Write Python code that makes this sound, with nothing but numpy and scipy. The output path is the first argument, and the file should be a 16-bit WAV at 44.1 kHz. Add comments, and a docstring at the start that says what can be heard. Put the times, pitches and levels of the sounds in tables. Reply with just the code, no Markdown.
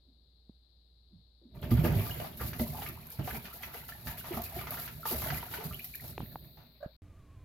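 """A low hum, faint rumble and a narrow hiss on the left open in a small hard bathroom; paws shift on the rim.
A cat slips into the filled tub and thrashes: resonators boom, damped tones make air pockets and bubbles,
shaped noise and random clicks make slaps, slosh and spray. Once it is out, water drips and foam fizzes.
The handheld phone is knocked, something wet squeaks, and after a short silence a quieter room hums."""
import sys
import numpy as np
from scipy import signal
from scipy.fft import rfft, irfft, next_fast_len
from scipy.io import wavfile
from scipy.ndimage import uniform_filter1d

SR = 44100
rng = np.random.default_rng(int(sys.argv[2]) if len(sys.argv) > 2 else 0)


def unload_wav(signal):
    """Save mono or channel-first audio to the path in sys.argv[1] as 16-bit WAV at rate SR, clipped to [-1, 1]."""
    wavfile.write(
        sys.argv[1],
        SR,
        np.round(np.clip(np.atleast_2d(signal).T, -1, 1) * 32767).astype(np.int16),
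    )


N = 328236
T = np.arange(N) / SR  # time of every sample, s


def undb(db):
    """Decibels to gain."""
    return 10 ** (np.asarray(db) / 20)


def unit(x):
    """Scale to rms 1."""
    return x / np.sqrt(np.mean(x ** 2))


def curves(table):
    """Draw each column after the first as a line through its points in time."""
    s, *columns = np.transpose(table)
    return [np.interp(T, s, column) for column in columns]


def colour(x, points):
    """Filter by a spectrum of (Hz, dB) points, straight lines on a log frequency axis."""
    hz, db = np.transpose(points)
    length = x.shape[-1]
    size = next_fast_len(length + 4096)
    f = np.maximum(np.fft.rfftfreq(size, 1 / SR), 1)
    gain = undb(np.interp(np.log(f), np.log(hz), db))
    return irfft(rfft(x, size) * gain, size)[..., :length]


def resonate(x, hz, width):
    """One resonance, width in Hz, gain 1 at its centre."""
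    return signal.lfilter(*signal.iirpeak(hz, hz / width, fs=SR), x)


def resonate_twice(x, hz, first_width, second_width):
    """Two resonances in a row at one pitch, for steeper skirts."""
    return resonate(resonate(x, hz, first_width), hz, second_width)


def noise():
    """White noise for the whole length."""
    return rng.standard_normal(N)


def add(out, s, sound):
    """Mix a sound in at time s."""
    i = int(np.clip(s * SR, 0, N - 1))
    out[i:i + len(sound)] += sound[:N - i]


def fade(t60, attack):
    """A quick rise and an exponential decay of 60 dB in t60; both times in s."""
    t = np.arange(int(max(t60, .002) * SR)) / SR
    return (1 - np.exp(-t / attack)) * undb(-60 * t / t60)


def ring(hz, t60, glide, attack):
    """A damped tone whose pitch moves by the share glide while it dies; negative falls."""
    shape = fade(t60, attack)
    pitch = hz * np.linspace(1, 1 + glide, len(shape))
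    return shape * np.sin(2 * np.pi * np.cumsum(pitch) / SR)


def bursts(times, db, t60, attack):
    """The envelope of a series of blows."""
    out = np.zeros(N)
    for s, d, decay in zip(times, db, t60):
        add(out, s, undb(d) * fade(decay, attack))
    return out


def flicker(rate):
    """A random curve with rate new values a second; rms 1."""
    knots = np.arange(0, N / SR + 1, 1 / rate)
    return unit(np.interp(T, knots, rng.standard_normal(4096)[:len(knots)]))


def patter(rate, spread_db):
    """Random clicks, rate a second; with spread_db above 0 most are small and a few large."""
    chance = rng.random(N) * SR / rate
    hit = np.flatnonzero(chance < 1)
    size = np.minimum(-np.log(chance[hit]), 4)
    out = np.zeros(N)
    out[hit] = (-1) ** (hit % 2) * undb(spread_db * size)
    return out


def spread(one, other, side_db):
    """Water breaks all over the tub, so the two ports hear partly different grains."""
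    side = undb(side_db) * other * np.array([[1], [-1]])
    return (one + side) / np.sqrt(1 + undb(2 * side_db))


# Quiet bathroom air: f/Hz, relative level/dB per Hz
ROOM_SPECTRUM = [(20, -16), (45, -8), (70, -2.5), (110, -10.5), (300, -19.5), (600, -25), (1200, -37.5),
                 (3000, -45), (15000, -43.5)]
# Narrow hiss: f/Hz, relative level/dB per Hz
HISS_SPECTRUM = [(2500, -21), (3200, -10), (3750, 5), (4150, 6.5), (4650, 0), (5300, -15), (6500, -53)]
# The hiss creeps up, then eases: t/s, level/dB in the left channel
HISS_LEVEL = [(0, -70.5), (1.5, -69), (6.3, -62.5), (7, -66.5)]


def background():
    """A 59.5 Hz hum with a thin noise band, faint room rumble and a narrow hiss mostly on the left."""
    hum_tone = undb(-64.0) * np.sin(2 * np.pi * 59.5 * T)
    hum_band = undb(-87.5) * unit(resonate(noise(), 60, 3.0))
    rumble = undb(-74.0) * unit(colour(noise(), ROOM_SPECTRUM))
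    hiss = undb(curves(HISS_LEVEL)[0]) * unit(colour(noise(), HISS_SPECTRUM))
    return hum_tone + hum_band + rumble + hiss * np.array([[1], [.06]])


# Paws shift and skid on the rim: t/s, level/dB, f/Hz, decay/s
RIM_PAWS = [(.052, -73, 374, 0.25), (.075, -70, 254, 0.66), (1.108, -63, 306, 0.085),
            (1.123, -52.5, 159, 0.3), (1.16, -55.5, 101, 0.22), (1.415, -61, 338, 0.2),
            (1.445, -56.5, 236, 0.28)]


def paws():
    """Pads rub the rim in dull shudders: noise through a broad resonance, dying away."""
    out = np.zeros(N)
    for s, db, hz, t60 in RIM_PAWS:
        rub = unit(resonate_twice(noise(), hz, 0.33 * hz, 0.37 * hz))
        out += rub * bursts([s], [db], [t60], attack=0.0022)
    return out


# Fingers on the phone's case: t/s, relative level/dB, starting f/Hz, ring time/s
CASE_KNOCKS = [(0.4952, -39.5, 214, 0.022), (6.1794, -26, 796, 0.0072), (6.1803, -32, 2550, 0.004),
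               (6.181, -33, 354, 0.014), (6.2047, -31.5, 890, 0.0083), (6.204, -27, 194, 0.011),
               (6.231, -29, 166, 0.023), (6.343, -37, 150, 0.018), (6.3575, -27.5, 855, 0.009),
               (6.359, -40, 120, 0.05), (6.861, -28.5, 148, 0.017)]


def knocks():
    """Taps reach the microphone through the case, so they are dry; each tone sags slightly."""
    out = np.zeros(N)
    for s, db, hz, t60 in CASE_KNOCKS:
        add(out, s, undb(db + 2.5) * ring(hz, t60, glide=-0.074, attack=0.13 / hz))
    return out


# The cat's strokes, then the last waves against the tub:
# t/s, length/s, relative boom level/dB, slosh level/dB, spray level/dB
STROKES = [(1.537, 0.05, -42.5, -61, -64.5), (1.62, 0.024, -33, -46.5, -53),
           (1.701, 0.021, -31, -40, -42.5), (1.831, 0.033, -25.5, -39, -38.5),
           (1.914, 0.076, -30.5, -46, -57), (2.06, 0.12, -44.5, -46, -47),
           (2.178, 0.091, -47.5, -43.5, -45.5), (2.389, 0.05, -37.5, -43, -41.5),
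           (2.453, 0.033, -42.5, -49, -39), (2.584, 0.038, -35, -44.5, -39), (2.682, 0.055, -45, -57, -49),
           (2.722, 0.16, -59, -46.5, -45.5), (3.186, 0.025, -35.5, -46.5, -61),
           (3.228, 0.08, -46, -48, -42.5), (3.315, 0.052, -37, -47, -42), (3.441, 0.018, -47, -47, -50),
           (3.523, 0.037, -51, -52.5, -46), (3.595, 0.079, -52, -49.5, -49),
           (3.717, 0.079, -51, -48, -45.5), (3.877, 0.019, -57, -54, -44), (4.044, 0.077, -43.5, -53, -42),
           (4.168, 0.032, -54, -50, -43), (4.241, 0.05, -51, -52, -46), (4.319, 0.05, -38, -54, -41.5),
           (4.43, 0.022, -50, -51, -40), (4.526, 0.089, -43.5, -44, -44), (4.698, 0.052, -47, -46, -40),
           (4.751, 0.11, -63, -49, -41), (4.94, 0.027, -49.5, -82, -73), (5.044, 0.087, -61, -47.5, -32.5),
           (5.105, 0.18, -40.5, -44.5, -37.5), (5.305, 0.075, -42, -44.5, -39.5),
           (5.502, 0.057, -49.5, -41.5, -41), (5.633, 0.025, -42, -46, -44), (5.701, 0.031, -43, -55, -68),
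           (6.004, .1, -47.5, -57.5, -46), (6.19, 0.026, -44, -52, -58), (6.31, 0.028, -58, -61, -59.5),
           (6.432, 0.033, -50.5, -74, -66), (6.567, 0.042, -51.5, -65, -78)]
STROKE_RISE = 0.36  # share of a stroke's length spent building up


def effort(rest_db, stroke_db, t60):
    """Level in dB of one splash part: strokes build up, hold and die away over the rocking water."""
    power = undb(2 * rest_db)
    for (s, length, *_), db in zip(STROKES, stroke_db):
        t = np.arange(int((length + t60) * SR)) / SR
        rise = np.minimum(t / (STROKE_RISE * length), 1)
        decay = undb(-60 * np.maximum(t - length, 0) / t60)
        add(power, s, (undb(db) * rise * decay) ** 2)
    return 10 * np.log10(power)


# Resonances of the filled tub: f/Hz, nominal width/Hz, relative level/dB
TUB_MODES = [(55.4, 36, -10.5), (69, 17, 4), (95.5, 12.9, 4), (116.3, 24, 4.5), (139.4, 19.3, 0.5),
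             (164, 10.6, -14), (233.2, 25.6, -3.5), (305, 20.5, -12.5), (389, 30, -9.5), (607, 83, -17.5)]


def churn(db):
    """Waves and limbs shove the water, and the tub booms at its own resonances."""
    shoves = patter(rate=610, spread_db=0)
    boom = np.zeros(N)
    for hz, width, mode_db in TUB_MODES:
        filter_width = 1.43 * width  # passing twice narrows the peak
        boom += undb(mode_db) * resonate_twice(shoves, hz, filter_width, filter_width)
    return unit(boom) * undb(db - 3.0)


def bubble_cloud(low_hz, high_hz, cycles, spread_db, glide, count):
    """Many small bubbles at random times, each rising in pitch as it nears the surface."""
    out = np.zeros(N)
    for when, pitch, length, size in rng.random((count, 4)):
        hz = low_hz * (high_hz / low_hz) ** pitch
        gain = np.sqrt(hz) * undb(spread_db * size ** 2)
        t60 = cycles * (.5 + length) / hz
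        add(out, when * N / SR, gain * ring(hz, t60, glide, attack=0.00035))
    return unit(out)


# Torn water: f/Hz, relative level/dB per Hz
SLOSH_SPECTRUM = [(150, -4), (370, 2.5), (490, -10), (610, -1.5), (730, -1), (950, -3.5), (1500, -3),
                  (2500, -4.5), (3300, -9.5), (5000, -13.5), (8000, -48), (11000, -47)]


def slosh(db):
    """Torn water crackles in gurgling lumps, each cavity size on its own, over a cloud of small bubbles."""
    lumps = np.zeros(N)
    for hz in np.geomspace(330, 7500, 9):
        crackle = unit(resonate_twice(patter(rate=5000, spread_db=2.5), hz, 0.59 * hz, 0.43 * hz))
        lumps += np.sqrt(hz) * crackle * undb(6.5 * flicker(rate=45))
    cloud = bubble_cloud(low_hz=461, high_hz=3780, cycles=38.0, spread_db=17.5, glide=0.16, count=1500)
    lumps = undb(-2.0) * unit(colour(lumps, SLOSH_SPECTRUM))
    cloud = undb(-1.5) * unit(colour(cloud, SLOSH_SPECTRUM))
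    return undb(db - 5.0) * (lumps + cloud)


# Airborne droplets: f/Hz, relative level/dB per Hz
SPRAY_SPECTRUM = [(1500, -18.5), (3000, -15), (4500, -8), (7000, -12.5), (9300, -16.5), (10300, -6.5),
                  (11500, -0.5), (12800, 3), (14300, 3), (15800, -4.5)]
DROPLETS_PER_S, DROPLET_DB = 110, -6.5  # larger droplets, level against the fine spray


def spray(db):
    """Fine droplets rain back on the water and tub wall in flurries; a few larger ones tick and shatter."""
    fine = patter(rate=3000, spread_db=0)
    landings = np.abs(patter(rate=DROPLETS_PER_S, spread_db=1.5))
    shatter = signal.fftconvolve(landings, fade(0.025, attack=0.00014))[:N]
    coarse = shatter * noise()
    rain = unit(colour(fine, SPRAY_SPECTRUM)) + undb(DROPLET_DB) * unit(colour(coarse, SPRAY_SPECTRUM))
    return undb(db - 1.5 + 1.6 * flicker(rate=150)) * rain


# Flung drops land close to the phone: t/s, relative level/dB, decay/s
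NEAR_DROPS = [(1.616, -49.5, 0.026), (2.372, -42, 0.09), (2.888, -29.5, 0.015), (3.069, -37, .008),
              (3.103, -32, 0.0064), (3.116, -42, 0.15), (4.4186, -28.5, 0.012), (4.707, -25, 0.0066),
              (5.744, -30, 0.0024), (5.7928, -38, 0.0092), (5.8434, -34.5, 0.047), (5.947, -40, 0.024),
              (5.954, -33.5, 0.027), (6.0076, -40, 0.024)]
TICK_DB = 3  # a near drop's first tick against its fizz


def drops():
    """A near drop lands with one very bright tick and shatters into a short fizz of noise."""
    s, db, t60 = np.transpose(NEAR_DROPS)
    out = bursts(s, db, t60, attack=0.00045) * unit(colour(noise(), SPRAY_SPECTRUM))
    for when, drop_db, _ in NEAR_DROPS:
        add(out, when, undb(drop_db + TICK_DB) * ring(12000, .006, glide=.4, attack=.0002))
    return out


# Paws and flanks slap the surface: t/s, relative level/dB, f/Hz, decay/s
SLAPS = [(1.629, -33.5, 580, 0.058), (1.713, -33.5, 435, 0.05), (1.841, -29, 460, 0.09),
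         (1.848, -27, 570, 0.36), (2.2, -28, 620, 0.052), (2.244, -34.5, 770, 0.053),
         (2.41, -34.5, 500, 0.04), (2.532, -34.5, 1600, 0.11), (2.596, -27.5, 596, 0.048),
         (2.819, -35.5, 757, 0.19), (2.865, -36.5, 2170, 0.08), (3.193, -36.5, 603, 0.11),
         (3.275, -30, 720, 0.11), (3.454, -38, 2390, 0.15), (3.632, -30.5, 1900, 0.061),
         (3.745, -36.5, 640, 0.12), (3.89, -38, 1310, 0.079), (4.071, -32.5, 1690, 0.17),
         (4.243, -39, 1100, 0.42), (4.318, -36.5, 670, 0.27), (4.371, -32, 748, 0.15),
         (4.67, -32.5, 1210, 0.14), (4.771, -35, 1350, 0.22), (4.877, -33.5, 1540, 0.1),
         (5.054, -29, 874, 0.12), (5.109, -32.5, 694, 0.29), (5.219, -33.5, 1070, 0.22),
         (5.302, -24, 1526, 0.06), (5.428, -33.5, 930, 0.054), (5.539, -30, 1430, 0.095),
         (5.602, -35, 775, 0.25), (6.042, -43, 570, 0.071), (6.572, -51, 817, 0.35)]
# Tone of all slaps: f/Hz, gain/dB
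SLAP_TONE = [(120, -17), (350, -0.5), (2600, -4), (3400, -7), (6000, -1.5), (11000, -27)]


def slaps():
    """Each slap smacks, then the hollow it opens in the water rings broadly at its own pitch."""
    out = np.zeros(N)
    for s, db, hz, t60 in SLAPS:
        shape = fade(t60, attack=0.00035)
        add(shape, 0, undb(1) * fade(0.0069, attack=0.00014))  # the smack
        rush = rng.standard_normal(SR // 2)
        hollow = unit(resonate(rush, hz, 0.7 * hz))[:len(shape)]
        add(out, s, undb(db - 6.0) * shape[:len(rush)] * hollow)
    return colour(out, SLAP_TONE)


# Large bubbles surfacing among the slaps: t/s, starting f/Hz, level/dB before the room
BUBBLES = [(1.713, 2040, -41), (1.849, 1576, -32), (2.007, 1090, -38), (2.109, 2850, -36),
           (2.413, 1130, -35.5), (2.596, 1955, -37), (2.615, 585, -30), (2.747, 833, -38.5),
           (2.789, 810, -36.5), (3.634, 2450, -39), (3.346, 753, -38), (3.922, 1715, -38.5),
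           (4.343, 1236, -38.5), (4.373, 1096, -33), (4.397, 680, -34), (4.708, 600, -40.5),
           (5.031, 1310, -37.5), (5.054, 1195, -33), (5.145, 604, -34), (5.262, 604, -34),
           (5.323, 720, -34), (5.378, 1950, -37.5), (5.71, 1170, -43.5)]
# Water runs off the fur in quick plinks: t/s, starting f/Hz, level/dB before wobble and room
DRIPS = [(2.974, 1000, -43.5), (3.511, 1160, -45), (5.482, 1310, -45), (5.73, 2490, -42),
         (5.745, 2920, -41), (5.792, 1870, -48), (5.794, 2320, -35.5), (5.845, 1884, -46),
         (5.936, 2170, -38), (5.948, 1660, -41.5), (5.996, 1810, -44)]
TRAPPED_DB = -6  # every slap traps a bubble of its own pitch, against the slap's table level


def bubbles():
    """Large bubbles plop under slaps and out of the slosh; drips chirp up faster and wobble."""
    trapped = [(s, hz, db + TRAPPED_DB) for s, db, hz, _ in SLAPS]
    plops = np.zeros(N)
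    for s, hz, db in list(BUBBLES) + trapped:
        add(plops, s, undb(db) * ring(hz, 1.74 / np.sqrt(hz), glide=0.25, attack=0.00034))
    plinks = np.zeros(N)
    for s, hz, db in DRIPS:
        add(plinks, s, undb(db) * ring(hz, 0.036, glide=0.65, attack=0.0015))
    return plops + plinks * (1 + .7 * flicker(rate=480))


# The body or a leg drives air under water: t/s, level/dB before the room, starting f/Hz
AIR_PLUNGES = [(1.715, -17, 116.5), (1.716, -18.5, 233.5), (1.715, -25, 335), (1.732, -24, 74),
               (1.785, -19.5, 151), (1.843, -22.5, 348), (1.847, -24, 104), (1.912, -21, 157),
               (1.959, -22.5, 101.8), (2.597, -30, 348), (2.606, -23.5, 226), (3.189, -30, 132.5),
               (3.193, -34, 304), (3.76, -51, 382), (4.308, -27, 353), (4.366, -33, 229.5),
               (4.566, -32, 361), (5.114, -31, 367), (5.124, -34.5, 237.7), (5.169, -35.5, 64.7),
               (5.304, -36, 144.3), (5.585, -33, 417), (5.651, -37, 154.5)]
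CAVITY_CYCLES = 33  # nominal cycles an air pocket takes to fall 60 dB


def plunges():
    """Big air pockets throb under the surface; the larger, the lower and longer."""
    out = np.zeros(N)
    for s, db, hz in AIR_PLUNGES:
        add(out, s, undb(db) * ring(hz, CAVITY_CYCLES / hz, glide=0.06, attack=0.003))
    return out


# The fizz sounds only in the top treble: f/Hz, relative level/dB per Hz
FOAM_SPECTRUM = [(9500, -40), (11000, -13), (12300, -1.5), (14300, 3), (15800, -4.5)]
FOAM_START_S, FOAM_RISE_S = 6.2, 0.054
FOAM_DB, FOAM_FALL_DB_PER_S = -49.5, 35.5


def fizz():
    """Foam left by the struggle bursts as a fine, dying hiss of clicks."""
    age = np.maximum(T - FOAM_START_S, 0)
    level = undb(FOAM_DB - FOAM_FALL_DB_PER_S * age) * np.minimum(age / FOAM_RISE_S, 1)
    return level * unit(colour(patter(rate=8100, spread_db=4.5), FOAM_SPECTRUM))


# Something wet squeaks briefly: t/s, centre f/Hz, centre level/dB before the room
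WET_SQUEAK = [(6.804, 560, -60), (6.811, 557, -51), (6.824, 587, -59), (6.829, 564, -37.5),
              (6.846, 600, -44), (6.857, 554, -48), (6.88, 580, -72)]


def squeak():
    """A short unsteady tone with a weak octave and one unrelated overtone."""
    hz, db = curves(WET_SQUEAK)
    waver = unit(uniform_filter1d(noise(), size=150))
    phase = 2 * np.pi * np.cumsum(hz * (1 + 0.073 * waver)) / SR
    tone = np.sin(phase) + undb(-20) * np.sin(2 * phase) + undb(-14) * np.sin(2.66 * phase)
    sounding = (T > WET_SQUEAK[0][0]) * (T < WET_SQUEAK[-1][0])
    return tone * undb(db + 1.5 * waver) * sounding


# The other room's rumble: f/Hz, relative level/dB per Hz
HALL_SPECTRUM = [(20, -2.5), (35, 0), (100, 2.5), (200, -12), (350, -18), (600, -23), (850, -28.5),
                 (1400, -30.5), (2400, -31.5), (3500, -36), (7000, -39.5), (15000, -46)]
# Hum tones in the other room: f/Hz, centre level/dB
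HALL_HUM = [(91.5, -63), (296, -70), (651, -79.5), (2430, -88)]
# A faint whine sinks in pitch: t/s, centre f/Hz, centre level/dB
HALL_WHINE = [(7.03, 1236, -82), (7.13, 1215, -74), (7.25, 1120, -72), (7.44, 1030, -75)]


def hall():
    """The other room: nearly mono low rumble and flickering hum under a faint, wavering whine."""
    hz, db = curves(HALL_WHINE)
    mid, side = (unit(colour(noise(), HALL_SPECTRUM)) for _ in range(2))
    rumble = undb(-56.5) * (mid + undb(-50) * side * np.array([[1], [-1]]))
    hum = sum(undb(d + 2.2 * flicker(rate=15)) * np.sin(2 * np.pi * f * T) for f, d in HALL_HUM)
    whine_hz = hz * (1 + 0.031 * flicker(rate=93))
    whine = undb(db + 2.2 * flicker(rate=22)) * np.sin(2 * np.pi * np.cumsum(whine_hz) / SR)
    return rumble + hum + whine


def bathroom(x, t60, tail_db, wet_db):
    """The tub's walls answer at once and the room rings on; the sides are most alike in the bass."""
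    shape = undb(tail_db) * fade(t60, attack=0.0057)
    add(shape, 0, fade(0.035, attack=0.0006))  # early answer of the walls
    mid, side = rng.standard_normal((2, SR))[:, :len(shape)] * shape / np.sqrt(2 * np.sum(shape ** 2))
    mid = colour(mid, [(100, -10), (400, 3.5), (1200, 2.0)])
    side = colour(side, [(120, -11.5), (300, -0.5), (1000, -2.5), (2500, 8.5), (12000, 2.0)])
    echoes = np.array([mid + side, mid - side])
    wet = signal.fftconvolve(np.broadcast_to(x, (2, N)), echoes, axes=1)[:, :N]
    return (x + undb(wet_db) * wet) / np.sqrt(1 + undb(2 * wet_db) / 2)


# Water rocks and trickles between strokes: t/s, relative boom level/dB, slosh level/dB, spray level/dB
SWELL = [(1.5, -57, -79, -83), (1.59, -48, -82, -69), (1.74, -32.5, -43.5, -44), (1.88, -28.5, -46, -43),
         (2.06, -42, -42.5, -36.5), (2.26, -45.5, -56, -52), (2.67, -41.5, -51.5, -41.5),
         (3.0, -47.5, -55, -50.5), (3.45, -70, -53.5, -48), (3.9, -53, -55, -48.5), (4.51, -47, -49, -44),
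         (5.06, -49.5, -59, -47), (5.26, -44.5, -43, -41.5), (5.89, -56, -66.5, -44),
         (6.32, -48.5, -65, -61), (6.96, -71.5, -74, -92)]
SWELL_BOOM_DB, SWELL_SLOSH_DB, SWELL_SPRAY_DB = -1, -1.5, -4.5  # added to the table's levels
BOOM_T60_S, SLOSH_T60_S, SPRAY_T60_S = 0.32, 0.17, 0.17  # how each part dies after a stroke
CUT_S, RESUME_S = 6.965, 7.02  # silence between the two rooms


def scene():
    """The bathroom, a short silence, then the other room."""
    rest_boom, rest_slosh, rest_spray = curves(SWELL)
    _, _, stroke_boom, stroke_slosh, stroke_spray = np.transpose(STROKES)
    churn_db = effort(rest_boom + SWELL_BOOM_DB, stroke_boom, BOOM_T60_S)
    slosh_db = effort(rest_slosh + SWELL_SLOSH_DB, stroke_slosh, SLOSH_T60_S)
    spray_db = effort(rest_spray + SWELL_SPRAY_DB, stroke_spray, SPRAY_T60_S)
    stirred = np.clip((T - 1.49) / 0.03, 0, 1)  # the water lies still until the cat touches it

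    boom = stirred * spread(churn(churn_db), churn(churn_db), side_db=-26.5)
    boom = boom + plunges() + paws()
    wash = stirred * spread(slosh(slosh_db), slosh(slosh_db), side_db=-4.0)
    wash = wash + spread(slaps(), slaps(), side_db=-5.5) + bubbles()
    mist = stirred * spread(spray(spray_db), spray(spray_db), side_db=-1.5)
    mist = mist + spread(fizz(), fizz(), side_db=-12)

    low = bathroom(boom, t60=0.37, tail_db=-14.5, wet_db=-6.0)
    middle = bathroom(wash, t60=0.3, tail_db=-8, wet_db=-4.0)
    high = bathroom(mist, t60=0.12, tail_db=-31, wet_db=-5.5)
    near = bathroom(drops(), t60=0.17, tail_db=-14, wet_db=-2)
    near = near + bathroom(squeak(), t60=0.16, tail_db=-4, wet_db=-3.5) + knocks()
    first_room = low + middle + high + near + background()
    return first_room * (T < CUT_S) + hall() * (T > RESUME_S)


# Microphone ports, the right one dull in the presence range: f/Hz, left level/dB, right level/dB
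PORTS = [(98, 1, 2.5), (395, 0.4, 2), (790, 1.54, 0), (2550, -0.54, 1), (4030, 2.5, -2), (5200, 1, -15.5),
         (7300, 2, -10.5), (9050, 1, -3.5), (11700, 1, -0.3), (15600, -5.5, -1.2)]
TOP_HZ = 15900  # upper limit of the microphone


def record(dry):
    """Each microphone port has its own colour; the top is cut steeply."""
    ports = np.array(PORTS)
    left = colour(dry[0], ports[:, [0, 1]])
    right = colour(dry[1], ports[:, [0, 2]])
    top_cut = signal.ellip(10, .2, 70, TOP_HZ, fs=SR, output="sos")
    return signal.sosfilt(top_cut, np.array([left, right]))


dry = scene()
out = record(dry)
unload_wav(out)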